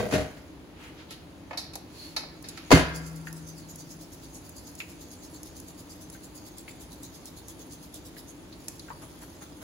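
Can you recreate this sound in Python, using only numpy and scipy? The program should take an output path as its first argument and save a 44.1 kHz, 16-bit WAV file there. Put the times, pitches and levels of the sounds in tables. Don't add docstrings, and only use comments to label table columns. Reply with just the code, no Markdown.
import sys
import numpy as np
from scipy import signal
from scipy.fft import rfft, irfft, next_fast_len
from scipy.io import wavfile
from scipy.ndimage import uniform_filter1d

SR = 44100
rng = np.random.default_rng(int(sys.argv[2]) if len(sys.argv) > 2 else 0)


def transcribe(u):
    v = np.clip(np.atleast_2d(u).T, -1, 1)
    q = np.round(v * 32767).astype(np.int16)
    wavfile.write(sys.argv[1], SR, q)


N = 424664

# frequency in Hz, relative density in dB per Hz.
FAN_DRONE = [(15, -49), (25, -37), (37, -12), (54, -3), (97, -5), (133, -8), (166, -3), (219, -10.5),
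             (241, -7), (303, 0.5), (380, -11.5), (648, -16), (703, -19), (926, -19), (1200, -28),
             (1560, -36.5), (2640, -120)]
# frequency in Hz, relative density in dB per Hz.
FAN_HISS = [(600, -4.5), (1200, 4), (2200, 1), (3000, -1), (4300, -3), (5500, -8.5), (7000, -8),
            (11000, -9), (15500, -14)]
# frequency in Hz, t60 in seconds.
KITCHEN_DECAY = [(100, 0.39), (500, 0.49), (2000, 0.69), (5000, 0.51), (8000, 0.21), (13000, 0.32)]
# frequency in Hz, gain of side over mid in dB.
SIDE_WIDTH = [(60, -12.5), (250, -13.5), (400, -9.5), (700, -4.5), (1300, -2.5), (2400, 0.5), (5000, 0.5),
              (6700, -2.5), (7700, -15), (8500, -25), (10000, -2), (13400, -27), (15000, -11)]
# frequency in Hz, left over right in dB.
LEFT_LEAN = [(60, 0.5), (110, -4.5), (200, 1.5), (380, 1), (700, 3), (1290, 2), (2380, 0.5), (4400, -2.5),
             (8120, -0.5), (15000, 0.5)]
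# start in seconds, level in dB, pitch in Hz.
DRIPS = [(3.2703, -32, 1690), (4.8026, -28, 2410), (6.149, -45, 1640), (6.6793, -36, 2300),
         (8.1657, -43.5, 1870), (8.526, -42, 4200), (8.8837, -41.5, 1545), (8.9027, -29.5, 1040)]

# time in seconds, level in dB.
SCUFF_LEVEL = [(0.0, -26.5), (.1, -35.5), (.16, -28), (.24, -39), (.5, -90)]
# frequency in Hz, width in Hz, relative level in dB.
BASE_RESONANCES = [(102, 32, -1.5), (203, 36, 1.5), (402, 28, -2.5), (505, 65, -4.5), (570, 42, -12),
                   (616, 19, 5), (1580, 36, -17), (1910, 110, -21)]

# start in seconds, then knock, lip, hoop and tick level in dB,
# and the life of the touch as t60 in seconds.
CLINKS = [(1.107, -55, -49.5, -42, -46, 0.27), (1.509, -32, -42, -50, -65, .12),
          (1.53, -39, -45.5, -48, -72, 0.3), (1.574, -41.5, -46, -27, -40, 0.28),
          (1.735, -52, -54, -41, -49, 0.18), (1.755, -33.5, -50, -35, -34.5, 0.056),
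          (2.164, -35, -35, -23.5, -38, 0.2), (2.234, -38, -49, -53, -58, .08),
          (2.441, -57, -53.5, -42.5, -60, 0.41), (2.487, -58, -59, -38, -35.5, 0.075),
          (2.574, -48, -43.5, -40, -49.5, .14), (8.683, -48, -47.5, -49, -30, 0.039),
          (8.795, -66, -60, -35.5, -43.5, .039)]
# middle in seconds, level in dB, spread of the swell in seconds,
# centre in Hz, spread in octaves.
SLIDES = [(0.847, -53, 0.055, 1700, 1.05), (1.006, -54, 0.026, 2020, 1.2),
          (1.127, -51.5, 0.022, 3570, 0.45), (2.026, -50.5, 0.047, 4330, .09),
          (2.033, -52, 0.081, 4700, 1.7), (2.616, -57, 0.15, 2070, 1.2)]
# frequency in Hz, relative level in dB, t60 in seconds.
LIP_MODES = [(1320, 2.5, 0.31), (1394, -17, .3), (1740, 0.5, 0.44), (1890, -4, 0.38), (2150, -1, 0.18),
             (2285, 1.5, 0.11), (2545, 1, 0.18), (3080, -5, .25)]
# frequency in Hz, relative level in dB, t60 in seconds.
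HOOP_MODES = [(3780, 3, 0.23), (4100, 6.5, 0.099), (4160, 6, 0.11), (4320, -5, 0.29), (4500, 4, 0.11),
              (4540, 3, 0.22), (4650, 0, .12), (5150, 2, 0.1), (5520, -4, 0.071), (5800, -31, 0.12),
              (6040, -6, .25), (6300, -2, 0.13), (7150, -2, 0.11)]

# frequency in Hz, relative level in dB, t60 in seconds.
POT_MODES = [(443, -1, 0.1), (627, 6.5, 0.081), (756, -5, 0.082), (909, -8, 0.13), (1020, -5, 0.1),
             (1298, -12.5, 0.45), (1340, -25, 0.15), (1620, -8, 0.62), (1740, -10, 0.36), (2105, -10, 1.4),
             (2550, -15, 0.28), (2485, -5.5, 0.11), (3150, -18, 0.21), (3200, -15.5, 0.29),
             (3400, -51, 0.53), (3730, -16, 0.24), (4105, -25, 0.62), (4290, -9, 0.16), (4530, -16, 0.18),
             (4680, -1.5, 0.045), (4823, -16, 0.11), (5663, -34, 0.37), (6153, -24, 0.13), (6300, -38, 0.2),
             (6200, -27, 0.15), (6450, -14, 0.095), (6950, -36, 0.55)]
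# frequency in Hz, relative level in dB, t60 in seconds.
STOVE_MODES = [(57.3, -7, 0.2), (75, -6.5, 0.18), (94, -5.5, 0.16), (119.4, -4, 0.15), (153.2, -1.5, 0.18),
               (169.8, -1, 0.15), (274.2, 4, 0.16), (314, -6.5, 0.089), (347.3, -12.5, 0.13)]
# frequency in Hz, relative level in dB,
# t60 in seconds.
FRAME_MODES = [(275, -9, 1.04), (70.2, 3, 1.46), (490, -6, 1.2), (1130, -21.5, 1.83), (1370, -13.5, 2.5),
               (1630, -5, 0.57), (1900, -16, 0.5), (2090, -4, 0.71), (2611, -5.5, 0.69)]
# frequency in Hz, relative density in dB per Hz.
CLATTER_COLOUR = [(240, -9.5), (400, 3), (1180, -13), (1680, -8.5), (2840, -15), (4730, -19.5), (8110, -20),
                  (8630, -52), (9040, -20.5), (10400, -24), (16000, -32)]
# start in seconds, pot level in dB, clatter level in dB.
STRIKES = [(0.004, -34.5, -38), (0.112, -45, -33), (0.137, -45, -25.5), (0.369, -64, -51),
           (2.715, -14, -12)]
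# start in seconds, then thud, pot and clatter level in dB,
# time between landings in seconds, thud loss per landing in dB.
LANDINGS = [(0.124, -23.5, -36.5, -28, .0277, 2.5), (2.725, -8.5, -24.5, -18.5, .0235, 13)]

# time in seconds, strokes per second.
TEMPO = [(2.963, 9.737), (4.2, 9.072), (6.8, 8.82), (8.35, 8.695)]
# time in seconds, level in dB.
VIGOUR = [(2.96, -43), (3.2, -52.5), (4.0, -50), (6.8, -49.5), (8.0, -48), (8.3, -49)]
# time in seconds, level in dB.
FIZZLE = [(0, -48), (.75, -78), (.84, -54.5), (.92, -68), (1.9, -71), (2.7, -57.5), (8.25, -60),
          (8.46, -62.5), (8.65, -56), (9.6, -58)]
# frequency in Hz, relative density in dB per Hz.
SQUELCH_COLOUR = [(2000, -36), (2900, -19), (3400, -12.5), (4000, -14), (4900, -8), (5600, -9.5),
                  (6600, -1), (7900, -4.5), (8600, 0), (10500, -4.5), (12500, -4), (15500, -8)]
# start in seconds, level in dB.
SMACKS = [(2.4254, -39.5), (2.9617, -31), (3.328, -34.5), (3.758, -34), (4.493, -35.5), (4.752, -36.5),
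          (5.4321, -33), (5.6002, -34), (6.1, -35), (6.5826, -35), (7.0329, -33.5), (7.2559, -33.5),
          (7.4834, -34.5), (7.9423, -33)]

TOP_HZ = 15800
SKEW_HZ, SKEW_LAG_S = 1550, 1 / 4700

KNOCK_DB, LIP_DB, HOOP_DB, TICK_DB, CRACK_DB = -0.5, -0.3, -4, -0.5, 3.5
KNOCK_RISE_S = 0.014

GRAZE_LEAD_S, GRAZE_DB = 0.009, -12.5
ROCK_LOSS_DB = 3
FRAME_DB = -32.5
HUM_HZ, HUM_DB, HUM_T60_S, HUM_BLOOM_S = 161, -31.5, 2.97, 0.29

PUSH_DB, PUSH_LATE_S = 1.5, 0.0059
STROKE_SCATTER_DB = 0.6
RISE_S, FALL_S = 0.014, 0.018
TOSS_START_S, TOSS_EVERY_S, TOSS_DB = 9.034, 0.197, -50
TOSS_KNOCK_DB, TOSS_KNOCK_HZ, TOSS_KNOCK_OCTAVES, TOSS_KNOCK_S = -50, 880, 1.15, 0.0092
SMACK_GAIN_DB, SMACK_T60_S = -4, 0.026
SMALL_SMACK_DB, SMALL_SMACK_LEAD_S = -45, 0.009
LOOSE_HZ, PACKED_HZ = 4580, 3350
HOLLOW_WIDTH = 0.38


def amp(db):
    return 10 ** (np.asarray(db) / 20)


def unit(x):
    return x / np.sqrt(np.mean(x ** 2) + 1e-20)


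def along(points, hz):
    point_hz, values = np.transpose(points)
    return np.interp(np.log(hz + 1), np.log(point_hz + 1), values)


def curve(rows):
    return np.interp(np.arange(N) / SR, *np.transpose(rows))


def filtered(x, response):
    n = x.shape[-1]
    m = next_fast_len(n + 4096)
    return irfft(rfft(x, m) * response(np.fft.rfftfreq(m, 1 / SR)), m)[..., :n]


def noise(colour, size):
    return unit(filtered(rng.standard_normal((2, size)), lambda hz: amp(along(colour, hz))))


def band(centre_hz, octaves, size):
    def hump(hz):
        distance = np.log2((hz + 1) / centre_hz) / octaves
        return 1 / (1 + distance ** 4)
    return unit(filtered(rng.standard_normal((2, size)), hump))


def fade(t60, size):
    return amp(-60 * np.arange(size) / SR / max(t60, 0.002))


def bell(before_s, after_s, size):
    t = (np.arange(size) - size // 2) / SR
    return np.exp(-0.5 * (t / np.where(t < 0, before_s, after_s)) ** 2)


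def ring(modes, size, attack, scatter_db):
    t = np.arange(size, dtype=np.float32) / SR
    hz, db, t60 = np.float32(modes).T
    gain = amp(db + scatter_db * rng.standard_normal((2, len(hz))))
    gain /= np.sqrt(np.sum(amp(db) ** 2) / 2)
    gain[0] *= (-1) ** np.arange(len(hz))
    gain[1] *= rng.choice([-1, 1], len(hz))
    decay = np.exp(-np.float32(np.log(1000)) * t / t60[:, None])
    waves = np.sin(2 * np.pi * hz[:, None] * t) * decay
    return gain @ waves * (1 - np.exp(-t / attack))


def add(track, s, sound):
    i = max(round(s * SR), 0)
    track[:, i:i + sound.shape[1]] += sound[:, :N - i]


def fan():
    return amp(-48.0) * noise(FAN_DRONE, N) + amp(-60.5) * noise(FAN_HISS, N)


def kitchen(x):
    hz, t, z = signal.stft(rng.standard_normal((2, SR * 2 // 3)), SR, nperseg=256)
    decay = amp(-60 * t / along(KITCHEN_DECAY, hz)[:, None])
    tail = signal.istft(z * decay, SR, nperseg=256)[1]
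    tail = np.pad(tail / np.linalg.norm(tail[0]), ((0, 0), (SR // 150, 0)))
    return signal.fftconvolve(x, tail, axes=1)[:, :N]


def drips():
    out, n = np.zeros((2, N)), SR // 5
    for s, db, hz in DRIPS:
        bubble = ring([(hz, 0, 0.035), (hz * 1.6, -4, 0.03)], n, attack=0.0011, scatter_db=0.5)
        splash = (0.89 * band(hz, 0.23, n) + 0.5 * band(hz * 0.87, 1.0, n)) * fade(0.094, n)
        add(out, s, amp(db - 7) * (0.53 * bubble + splash))
    return out


def scuff(slip_rate=500):
    slips = rng.standard_normal((2, N)) * (rng.random(N) < slip_rate / SR)

    def base(hz):
        total = 0
        for k, (centre, width, db) in enumerate(BASE_RESONANCES):
            damping = 1j * hz * width
            total = total + (-1) ** k * amp(db) * damping / (centre * centre - hz * hz + damping)
        return total
    return unit(filtered(slips, base)) * amp(curve(SCUFF_LEVEL))


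def rim():
    out, n = np.zeros((2, N)), SR // 3
    for s, knock_db, lip_db, hoop_db, tick_db, life in CLINKS:
        knock = band(750, 0.51, n) * fade(0.28, n) * (1 - fade(KNOCK_RISE_S, n))
        lip = ring(LIP_MODES, n, attack=0.00076, scatter_db=3.0) + 0.45 * band(1850, 0.76, n)
        hoop = ring(HOOP_MODES, n, attack=0.0017, scatter_db=1) + 0.41 * band(4670, 0.33, n)
        tick = band(8500, 0.64, n) * fade(life * 0.76, n)
        crack = band(7500, 0.59, n) * fade(0.008, n)
        body = amp(knock_db + KNOCK_DB) * knock + amp(lip_db + LIP_DB) * lip + amp(hoop_db + HOOP_DB) * hoop
        edge = amp(tick_db + TICK_DB) * tick + amp(tick_db + CRACK_DB) * crack
        add(out, s, body * fade(life, n) + edge)
    for s, db, spread_s, hz, octaves in SLIDES:
        add(out, s - n / 2 / SR, amp(db) * band(hz, octaves, n) * bell(spread_s, spread_s, n))
    return out


def fine_modes(low_hz, high_hz, t60, count):
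    hz = np.linspace(np.sqrt(low_hz), np.sqrt(high_hz), count) ** 2
    hz = hz * np.exp(0.015 * rng.standard_normal(count))
    db = along(CLATTER_COLOUR, hz) + 5 * np.log10(hz / low_hz) + 2 * rng.standard_normal(count)
    return np.transpose([hz, db, t60 * 2 ** rng.uniform(-0.25, 0.57, count)])


def pot(longest=0.49, count=4):
    out, n = np.zeros((2, N)), SR // 3
    steel = fine_modes(low_hz=429.3, high_hz=11990, t60=0.21, count=260)
    pressed = [(hz, db, min(t60, longest)) for hz, db, t60 in POT_MODES]
    contacts = list(STRIKES)
    for s, pot_db, clatter_db in STRIKES:
        contacts.append((s - GRAZE_LEAD_S, pot_db + GRAZE_DB, clatter_db + GRAZE_DB))
    for s, thud_db, pot_db, clatter_db, every_s, loss_db in LANDINGS:
        for k in range(count):
            landing_s, rock_db = s + k * every_s, -k * ROCK_LOSS_DB
            thud = ring(STOVE_MODES, n, attack=0.0022, scatter_db=0.7)
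            add(out, landing_s, amp(thud_db + 4 - k * loss_db) * thud)
            contacts.append((landing_s, pot_db + rock_db, clatter_db + rock_db))
    for s, pot_db, clatter_db in contacts:
        wall = ring(pressed, n, attack=0.00028, scatter_db=4.5)
        bonk = amp(2.5) * band(860, 0.66, n) * fade(0.043, n)
        rattle = 0.5 * ring(steel, n, attack=0.0034, scatter_db=1.0)
        rattle = rattle + 0.95 * noise(CLATTER_COLOUR, n) * fade(0.11, n)
        add(out, s, amp(pot_db) * (wall + bonk) + amp(clatter_db) * rattle)
    clank_s = LANDINGS[-1][0]
    add(out, clank_s, amp(FRAME_DB) * ring(FRAME_MODES, SR * 2, attack=0.0066, scatter_db=3.0))
    hum = ring([(HUM_HZ, 0, HUM_T60_S)], SR * 3, attack=HUM_BLOOM_S, scatter_db=1.5)
    add(out, clank_s, amp(HUM_DB) * hum)
    return out


def strokes():
    t = np.arange(TEMPO[0][0], TEMPO[-1][0], 1 / SR)
    done = np.cumsum(np.interp(t, *np.transpose(TEMPO))) / SR
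    k = np.arange(int(done[-1]) + 1)
    is_push = k % 2
    times = np.interp(k, done, t) + is_push * PUSH_LATE_S
    levels = np.interp(times, *np.transpose(VIGOUR)) + is_push * PUSH_DB
    return list(zip(times, levels + STROKE_SCATTER_DB * rng.standard_normal(len(k))))


def patchy(x, depth_db):
    z = signal.stft(x, nperseg=512)[2]
    field = rng.standard_normal(z.shape[1:])
    field = uniform_filter1d(field, size=5, axis=0)
    field = uniform_filter1d(field, size=8, axis=1)
    return unit(signal.istft(z * amp(depth_db * unit(field)), nperseg=512)[1][:, :N])


def squelch(grain_db=4, count=4):
    packing = curve([(TEMPO[0][0], 0), (TEMPO[-1][0], count - 1)])
    out = np.zeros((2, N))
    for k, hollow_hz in enumerate(np.linspace(LOOSE_HZ, PACKED_HZ, count)):
        sparks = rng.standard_normal((2, N)) * (rng.random(N) < 0.16)
        sparks = sparks * amp(grain_db * np.minimum(rng.exponential(size=N), 2))

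        def wet_hollow(hz):
            hollow = hz ** 2 / (hollow_hz ** 2 - hz ** 2 + 1j * HOLLOW_WIDTH * hollow_hz * hz)
            return amp(along(SQUELCH_COLOUR, hz)) * hollow
        share = np.maximum(1 - np.abs(packing - k), 0)
        out += np.sqrt(share) * unit(filtered(sparks, wet_hollow))
    return patchy(out, depth_db=4.0)


def noodles(count=4):
    swell, out, n = np.zeros((1, N)), np.zeros((2, N)), SR // 4
    half_s = n / 2 / SR
    shakes = strokes()
    tosses = [(TOSS_START_S + k * TOSS_EVERY_S, TOSS_DB) for k in range(count)]
    for s, db in shakes + tosses:
        add(swell, s - half_s, amp(db) * bell(RISE_S, FALL_S, n)[None])
    for s, _ in tosses:
        knock = band(TOSS_KNOCK_HZ, TOSS_KNOCK_OCTAVES, n) * bell(TOSS_KNOCK_S, TOSS_KNOCK_S, n)
        add(out, s - half_s, amp(TOSS_KNOCK_DB) * knock)
    smacks = list(SMACKS)
    for s, _ in shakes:
        small_s = s - SMALL_SMACK_LEAD_S + rng.normal(0, 0.0036)
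        smacks.append((small_s, SMALL_SMACK_DB + rng.normal(0, 1.6)))
    for s, db in smacks:
        smack = band(9000, 0.74, SR // 20) * fade(SMACK_T60_S, SR // 20)
        add(out, s, amp(db + SMACK_GAIN_DB) * smack)
    return out + np.hypot(swell, amp(curve(FIZZLE))) * squelch()


def scene():
    clank, clinks, shake, drops = pot() + scuff(), rim(), noodles(), drips()
    room = kitchen(amp(-10.5) * clank + amp(-9.5) * clinks + amp(-10.5) * shake + amp(-12) * drops)
    mid, side = clank + clinks + shake + drops + room + fan()
    side = filtered(side, lambda hz: amp(along(SIDE_WIDTH, hz)))

    def left_right(hz):
        late = np.maximum(hz - SKEW_HZ, 0) * SKEW_LAG_S
        lag = np.exp(2j * np.pi * np.outer([-0.5, 0.5], late))
        return lag * amp(np.outer([0.5, -0.5], along(LEFT_LEAN, hz)))
    return filtered(np.array([mid + side, mid - side]), left_right)


def record(dry):
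    soft = dry / (1 + np.abs(dry / 0.95) ** 4) ** (1 / 4)
    return filtered(soft, lambda hz: hz < TOP_HZ)


dry = scene()
out = record(dry)
transcribe(out)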